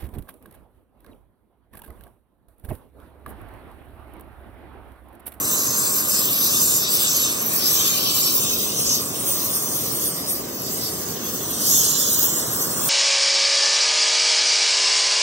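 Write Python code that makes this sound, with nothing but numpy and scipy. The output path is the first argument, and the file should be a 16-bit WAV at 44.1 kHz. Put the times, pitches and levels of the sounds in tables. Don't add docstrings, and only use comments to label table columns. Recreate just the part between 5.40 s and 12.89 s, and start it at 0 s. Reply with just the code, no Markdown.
import sys
import numpy as np
from scipy import signal
from scipy.fft import rfft, irfft, next_fast_len
from scipy.io import wavfile
from scipy.ndimage import uniform_filter1d, map_coordinates

SR = 44100
rng = np.random.default_rng(int(sys.argv[2]) if len(sys.argv) > 2 else 0)


def to_wav(s):
    ch = np.atleast_2d(s).T
    pcm = np.round(np.clip(ch, -1, 1) * 32767)
    wavfile.write(sys.argv[1], SR, pcm.astype(np.int16))


N = 330309
FRAME, HOP = 1024, 256

# start_s, level_db
FIZZ_LEVEL = [(0.0, -27.5), (0.42, -27.5), (0.48, -26), (1.38, -23), (1.48, -35), (1.5, -25.5),
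              (2.06, -30.5), (2.27, -23.5), (2.73, -27.5), (2.77, -22), (3.09, -29), (3.63, -31.5),
              (3.69, -36.5), (3.9, -30), (4.55, -31.5), (4.65, -27), (4.84, -40.5), (4.9, -28.5),
              (5.07, -39.5), (5.42, -31.5), (5.8, -39.5), (5.94, -32.5), (5.99, -35), (6.18, -32.5),
              (6.25, -26.5), (6.34, -22.5), (6.55, -28), (6.78, -25.5), (7.09, -31.5), (7.22, -25.5),
              (7.28, -34), (7.49, -30)]
# pitch_hz, relative_level_db (per Hz)
FIZZ_COLOUR = [(2500, -30), (4200, -18), (6200, -9), (7300, -11), (8500, -7), (9300, -7), (10500, -4),
               (11700, 0), (12400, -2.5), (12900, -10), (13200, -7), (13600, -11.5), (14300, -8),
               (15600, -4.5), (16500, -5)]
# start_s, gain_near_9khz_db, gain_near_15khz_db
FIZZ_TILT = [(0, -4, 2), (0.85, -7, 0), (1.2, -6, -1), (1.8, -1.5, -2), (2.6, -3.5, 1), (3.2, -0.5, 3),
             (4.0, 5.5, 5), (4.6, 3, 1), (5.2, -1.5, 5), (5.5, 5, 0), (5.8, -9, 6), (6.15, 1, -2),
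             (6.5, 0.5, 0), (7, -2.5, 4), (7.49, 5, 5)]
# pitch_hz, weight_of_9khz_gain (0-1), weight_of_15khz_gain (0-1)
TILT_REACH = [(7500, 0, 0), (9000, 1, 0), (11500, 0, 0), (13500, 0, 0), (15000, 0, 1)]
FLICKER_DB, FLICKER_PER_S = 1, 25
EDGE_DRIFT_DB, EDGE_DRIFT_PER_S = 2.4, 5


def jet():
    hz, t = grid()
    level_db, = curves(FIZZ_LEVEL, t)
    low_reach, top_reach = curves(TILT_REACH, hz)
    low_tilt_db, top_tilt_db = (EDGE_DRIFT_DB * wobble(EDGE_DRIFT_PER_S) + db for db in curves(FIZZ_TILT, t))
    level_db = level_db + 5.5 + FLICKER_DB * wobble(FLICKER_PER_S)
    tilt_db = low_reach * low_tilt_db + top_reach * top_tilt_db
    fizz = spectrum(FIZZ_COLOUR) * amp(level_db + tilt_db) ** 2
    broad_eddies = patches(2.14, 2440, .04)
    narrow_eddies = patches(3.2, 400, .03)
    return panned(fizz * broad_eddies * narrow_eddies, 0)


# start_s, low_band_db, 5khz_band_db, 6khz_band_db, high_band_db
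STRIKE_LEVELS = [(0.0, -49, -47, -38, -36), (0.08, -40, -47, -34, -24), (0.48, -42, -33, -33, -25.5),
                 (0.64, -43, -51, -41, -33), (0.7, -43, -36, -38, -25.5), (0.77, -35.5, -24.5, -36, -23),
                 (0.92, -35.5, -40, -47, -38), (1.04, -34, -28, -29, -36), (1.23, -38.5, -35.5, -37, -21.5),
                 (1.42, -37, -27.5, -43, -29), (1.77, -35.5, -33.5, -25.5, -23.5),
                 (2.09, -42, -37.5, -33, -38), (2.25, -39, -22.5, -33, -39),
                 (2.4, -31, -28.5, -22.5, -18.5), (2.54, -32, -26, -28.5, -44),
                 (2.67, -29.5, -25, -48, -61), (3.09, -34.5, -30.5, -25.5, -27),
                 (3.27, -37.5, -38, -33, -44), (3.54, -37.5, -31, -21, -38), (3.6, -38.5, -31, -34, -40),
                 (3.66, -45, -41, -43, -32), (3.78, -45.5, -35, -38, -35), (3.9, -40.5, -41, -31.5, -47),
                 (3.98, -42.5, -39, -35, -41), (4.3, -47.5, -37.5, -36, -37),
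                 (4.65, -44.5, -36.5, -38, -48), (5.17, -51.5, -39.5, -46.5, -38),
                 (5.46, -41.5, -32.5, -38, -34.5), (5.55, -51.5, -37, -42, -36),
                 (6.01, -40.5, -44, -35, -38), (6.18, -39.5, -35, -33.5, -37),
                 (6.26, -36.5, -29, -23.5, -36), (6.4, -35, -26.5, -21, -40),
                 (6.84, -35.5, -33, -31.5, -30), (7.05, -43.5, -36.5, -41, -30),
                 (7.28, -50, -35.5, -49, -33), (7.49, -43, -40, -31, -31)]
LOW_HZ, HIGH_HZ = (3600, 3510, 3620, 3770), (7130, 7700)
LOW_WANDER, HIGH_WANDER, WANDER_PER_S = 0.0096, 0.077, 7
FIVE_PAN_DB, HIGH_PAN_DB = (5, -2), -1.5
BAND_DRIFT_DB, BAND_DRIFT_PER_S = 1.5, 13


def strike():
    low_db, five_db, six_db, high_db = curves(STRIKE_LEVELS, grid()[1])
    low_hz = bearing(*LOW_HZ) * (1 + LOW_WANDER * wobble(WANDER_PER_S))
    high_hz = bearing(*HIGH_HZ) * (1 + HIGH_WANDER * wobble(WANDER_PER_S))

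    def drifting(db):
        return amp(db + BAND_DRIFT_DB * wobble(BAND_DRIFT_PER_S)) ** 2

    low = band(low_hz, 770) * drifting(low_db + 3)
    five = band(5160, 900) * drifting(five_db)
    six = band(6200, 670) * drifting(six_db)
    high = band(high_hz, 1230) * drifting(high_db)
    both = panned(low + six, 0) + panned(five, bearing(*FIVE_PAN_DB)) + panned(high, HIGH_PAN_DB)
    return both * patches(2.9, 250, .05) * patches(0.94, 2800, .025)


# start_s, pitch_hz, level_db
FLARE_PATH = [(6.15, 7200, -60), (6.27, 7160, -34), (6.4, 7060, -28.5), (6.55, 7160, -28), (6.7, 6930, -29),
              (6.85, 7100, -31.5), (6.97, 7600, -35), (7.1, 7500, -63)]


def flare():
    t = grid()[1]
    hz, db = curves(FLARE_PATH, t)
    sounding = (t > FLARE_PATH[0][0]) & (t < FLARE_PATH[-1][0])
    return panned(band(hz, 270) * sounding * amp(db) ** 2 * patches(2.2, 400, .04), -14.0)


# pitch_hz, relative_level_db (per Hz)
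LOW_COLOUR = [(20, -50), (35, -46), (50, -32), (70, -8), (100, 0.5), (250, 1.5), (420, 1), (600, -4.5),
              (850, -9), (1500, -31.5), (3000, -31)]
# pitch_hz, relative_level_db (per Hz)
UPPER_COLOUR = [(500, 0), (850, 2), (1150, 5.5), (1350, -2), (1500, -0.5), (1650, -1.5), (2000, -41)]
# pitch_hz, relative_level_db (per Hz)
THIN_COLOUR = [(1100, -22), (1450, 1), (1650, 10), (1900, 11.5), (2200, 9.5), (2700, 6.5), (3100, 6),
               (4000, -20), (8000, -30)]
# start_s, upper_roar_db, thin_roar_db
ROAR_LEVELS = [(0.0, -38.5, -44), (0.7, -38.5, -42), (1.44, -41, -43.5), (2.0, -40, -40),
               (2.42, -40.5, -42), (2.9, -40, -54), (3.38, -43, -51), (3.98, -40.5, -48.5), (4.6, -43, -49),
               (5.28, -45.5, -48), (6.0, -42.5, -48.5), (6.5, -39.5, -57), (7.0, -39, -48.5),
               (7.49, -36, -46.5)]
ROAR_DB, ROAR_GROWS_DB = -34, 1


def flame():
    upper_db, thin_db = curves(ROAR_LEVELS, grid()[1])
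    low = spectrum(LOW_COLOUR) * amp(bearing(ROAR_DB, ROAR_DB + ROAR_GROWS_DB)) ** 2
    upper = spectrum(UPPER_COLOUR) * amp(upper_db + 1.5) ** 2
    thin = spectrum(THIN_COLOUR) * amp(thin_db + 2.5) ** 2
    return panned((low + upper + thin) * patches(0.85, 300, 0.027), 0)


def bench():
    return patches(1.7, 120, .25) * panned(1, 1.2 * echoed() * field(200, .3))


def echoed():
    hz = grid()[0]
    return (hz > 1500) & (hz < 8300)


# pitch_hz, at_right, at_far_right, at_far_left, at_left (half turns)
PORT_LEAD = [(40, -.03, -.03, -.03, -.03), (215, -.09, -.09, -.09, -.09), (400, -.27, -.26, -.25, -.25),
             (700, -.5, -.45, -.4, -.42), (800, -.72, -.75, -.72, -.7), (900, -1.05, -1.05, -1.1, -1),
             (1400, -2.4, -2.5, -2.6, -2.2), (1600, -2.55, -2.7, -2.9, -2.3), (1800, -2.95, -3, -3.3, -2),
             (2000, -2.95, -3.1, -2.5, -2.4), (2200, -3, -3.2, -2.9, -3), (2400, -3.1, -2.4, -3.2, -3),
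             (2600, -3.1, -2.8, -2.3, -3), (2800, -2.8, -2.85, -2.1, -2.1), (3100, -2.95, -2.75, -2.35, -2),
             (3400, -3.05, -2.9, -2.5, -2.1), (3600, -3.6, -3.5, -2.9, -2.4),
             (4000, -3.85, -3.8, -3.1, -2.55), (4400, -3.95, -4.1, -2.9, -2.8),
             (4800, -4, -2.85, -2.9, -2.85), (5000, -4, -3.3, -3.2, -2.95), (5400, -3.7, -3.5, -3.5, -3.5),
             (6000, -4, -4, -4, -4), (6400, -4.2, -4.2, -4.2, -4.2), (7200, -5.75, -5.75, -5.75, -5.75),
             (8400, -6.1, -6.1, -6.1, -6.1), (8900, -6, -6, -6, -6), (12200, -4, -4, -4, -4),
             (13900, -3, -3, -3, -3), (15500, -2, -2, -2, -2), (17000, -2, -2, -2, -2)]
# pitch_hz, at_right (0-1), at_left (0-1)
PORT_LIKENESS = [(40, .88, .88), (100, .985, .985), (215, .97, .97), (400, .95, .95), (820, .94, .87),
                 (880, .94, .8), (1050, .65, .65), (1400, .8, .7), (1600, .85, .55), (1900, .85, .45),
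                 (2200, .88, .75), (2400, .7, .85), (2600, .55, .7), (2800, .7, .35), (3100, .8, .75),
                 (3300, .88, .75), (3450, .55, .75), (3800, .9, .65), (4200, .8, .8), (4700, .6, .85),
                 (5000, .7, .7), (5300, .6, .6), (6100, .98, .98), (6800, .75, .75), (8400, .85, .85),
                 (8900, 1, 1), (17000, 1, 1)]
# pitch_hz, at_right_db, at_left_db
PORT_SHADOW = [(215, 0, 0), (390, 1.5, 1.5), (600, -3.5, -1.5), (750, 0, -1), (860, -1, -4), (920, -6, -8),
               (1000, -11, -10), (1100, -12.5, -8), (1300, -2.5, -6), (1500, -3, -3.5), (1650, 3, -1),
               (1900, 2, 1), (2050, 0, 2.5), (2250, 0, 0), (2500, -4, 0), (2900, -3, -1), (3250, 0, 0),
               (3600, 3.5, 1.5), (4000, -1, .5), (4500, -3, 0), (5000, 0, 0)]
# start_s, end_s, from_hz, to_hz, half_width_hz
OPPOSED_STRETCHES = [(0, .75, 3150, 3170, 300), (0, .45, 2280, 2220, 150), (.6, 1.6, 2250, 2180, 210),
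                     (1.6, 2.05, 2150, 2070, 200), (1.0, 1.75, 3490, 3100, 171),
                     (1.2, 2.05, 1800, 1910, 90), (2.08, 2.45, 3000, 2850, 180),
                     (2.3, 3.6, 1920, 1770, 110), (2.5, 3.0, 3460, 3700, 110), (2.3, 3.15, 4930, 4950, 120),
                     (2.5, 3.15, 6760, 6370, 110), (3.0, 3.7, 2250, 2160, 100),
                     (3.35, 3.55, 4630, 4550, 300), (3.66, 3.76, 4700, 4500, 200),
                     (3.68, 3.76, 3300, 2900, 250), (3.82, 4.02, 4050, 4200, 350),
                     (4.0, 4.14, 4700, 4700, 150), (4.08, 4.33, 3900, 4000, 250),
                     (4.52, 4.78, 3930, 4050, 330), (4.76, 4.97, 3920, 4200, 330),
                     (4.91, 4.97, 2900, 2900, 450), (4.55, 4.7, 2600, 2300, 150),
                     (5.1, 5.7, 2390, 2400, 120), (5.9, 6.65, 2430, 2280, 200), (6.7, 7.3, 2500, 2530, 200),
                     (6.1, 6.42, 4170, 4050, 150), (6.68, 7.08, 4500, 4600, 200),
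                     (7.15, 7.28, 4500, 4200, 400), (7.33, 7.49, 4560, 4600, 300),
                     (6.1, 6.3, 6800, 6850, 90)]
# start_s, end_s, from_hz, to_hz, half_width_hz
IN_STEP_STRETCHES = [(0, .3, 6050, 6100, 280), (.68, 1.8, 5940, 6200, 260), (.1, .7, 4200, 3850, 220),
                     (1.95, 2.13, 3970, 3600, 300), (2.4, 3.1, 4300, 4200, 110),
                     (3.75, 4.2, 3230, 2700, 220), (5.85, 6.8, 2850, 3430, 170),
                     (6.35, 7.2, 6350, 6350, 170), (6.45, 6.8, 4050, 3970, 130)]
APART_MIDDLE, APART_TOP = .3, .45
LIKENESS_SWING_DB = 7


def ports(power):
    hz, t = grid()
    alike = bearing(*curves(PORT_LIKENESS, hz))
    shadow_db = bearing(*curves(PORT_SHADOW, hz))
    direct = np.clip(curves(BEARING_PATH, t)[1], 0, 1)
    middle, top = echoed(), hz > 8300
    wander = ((.35 + 2 * (1 - direct)) * middle + .2 * top) * field(250, .4)
    lead = np.pi * bearing(*curves(PORT_LEAD, hz)) + wander
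    lead = lead - (middle / 3 + top / 2) * np.sin(2 * lead)
    lead = lead - top * np.sin(2 * lead) / 2.5
    alike = alike - (APART_MIDDLE * middle + APART_TOP * top) * np.sin(lead) ** 2
    alike = alike * np.where(middle, direct, 1)
    alike = np.clip(alike, 0, 1) ** amp(LIKENESS_SWING_DB * middle * field(200, .09))
    opposed, in_step = locked(OPPOSED_STRETCHES), locked(IN_STEP_STRETCHES)
    to_opposed, to_in_step = np.angle(-np.exp(-1j * lead)), np.angle(np.exp(-1j * lead))
    lead = lead + opposed * to_opposed + in_step * to_in_step
    free = 1 - np.maximum(opposed, in_step)
    alike = 1 - (1 - alike) * free
    shadow_db = shadow_db * free
    power = power * free + power.mean(axis=0) * (1 - free)
    knots = rng.standard_normal(N // 40 + 40)
    burst = amp(0.26 * map_coordinates(knots, [np.arange(N + 2 * HOP) / 60]))
    noise = unit(burst * rng.standard_normal((2, N + 2 * HOP)))
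    a, b = signal.stft(noise, nperseg=FRAME, noverlap=FRAME - HOP)[2][..., :len(t)]
    turn = np.arccos(np.clip(alike, 0, 1)) / 2
    left = (np.cos(turn) * a + np.sin(turn) * b) * np.exp(.5j * lead) * amp(shadow_db / 2)
    right = (np.cos(turn) * a - np.sin(turn) * b) * np.exp(-.5j * lead) * amp(-shadow_db / 2)
    pair = np.array([left, right]) * np.sqrt(power * len(hz))
    return signal.istft(pair, nperseg=FRAME, noverlap=FRAME - HOP)[1][:, :N]


LOCK_FADE_S, LOCK_WAVER_HZ = .025, 30
LOCK_RAGGED = .45


def locked(rows):
    hz, t = grid()
    near = np.zeros((len(hz), len(t)))
    fray = LOCK_RAGGED * field(170, .035)
    for start, end, from_hz, to_hz, half_hz in rows:
        centre = np.interp(t, [start, end], [from_hz, to_hz]) + LOCK_WAVER_HZ * wobble(19)
        inside = np.clip(np.minimum(t - start, end - t) / LOCK_FADE_S, 0, 1)
        closeness = np.clip(1 - abs(hz - centre) / (2 * half_hz), 0, 1)
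        near = np.maximum(near, inside * closeness)
    return np.clip(4 * near * (1 + fray) - 1.6, 0, 1)


# start_s, travel (right 0 to left 1), direct_share_of_hiss (0-1)
BEARING_PATH = [(0, 0, 1), (1.95, 0, 1), (2.1, .33, .95), (2.95, .33, .95), (3.1, .67, .9), (3.65, .67, .9),
                (3.8, .67, .7), (5, .75, .7), (6, .9, .7), (6.25, 1, 1), (7, 1, .95), (7.49, 1, .7)]


def bearing(*stops):
    place = curves(BEARING_PATH, grid()[1])[0] * (len(stops) - 1)
    return sum(value * np.clip(1 - abs(place - k), 0, 1) for k, value in enumerate(stops))


def amp(db):
    return 10 ** (np.asarray(db) / 20)


def unit(x):
    return x / np.sqrt(np.mean(x ** 2) + 1e-20)


def grid():
    return np.fft.rfftfreq(FRAME, 1 / SR)[:, None], np.arange(N // HOP + 3) * HOP / SR


def curves(rows, at):
    first, *cols = np.transpose(rows)
    return [np.interp(at, first, c) for c in cols]


def share(power):
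    return power / power.sum(axis=0)


def spectrum(points):
    hz, db = np.transpose(points)
    level_db = np.interp(np.log(grid()[0] + 1), np.log(hz), db, left=-120, right=-120)
    return share(amp(level_db) ** 2)


def band(centre_hz, width_hz):
    return share(1 / (1 + ((grid()[0] - centre_hz) / width_hz) ** 2) ** 2)


def field(wide_hz, long_s):
    hz, t = grid()
    chance = rng.standard_normal((len(hz), len(t)))
    chance = uniform_filter1d(chance, max(1, round(wide_hz * FRAME / SR)), 0)
    return unit(uniform_filter1d(chance, max(1, round(long_s * SR / HOP)), 1))


def patches(depth_db, wide_hz, long_s):
    power = amp(depth_db * field(wide_hz, long_s)) ** 2
    return power / power.mean()


def wobble(rate):
    t = grid()[1]
    return map_coordinates(rng.standard_normal(int(t[-1] * 40) + 4), [t * min(rate, 40)])


def panned(power, pan_db):
    return np.array([power * amp(pan_db), power * amp(-pan_db)])


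def scene():
    hiss = jet() + strike() + flare()
    return ports(flame() + hiss * bench())


TOP_HZ = 15770


def record(dry):
    m = next_fast_len(N + 8192)
    hz = np.fft.rfftfreq(m, 1 / SR)
    bass_cut = 1 / np.sqrt(1 + (45 / (hz + 1)) ** 4)
    return irfft(rfft(dry, m) * bass_cut * (hz < TOP_HZ), m)[:, :N]


dry = scene()
out = record(dry)
to_wav(out)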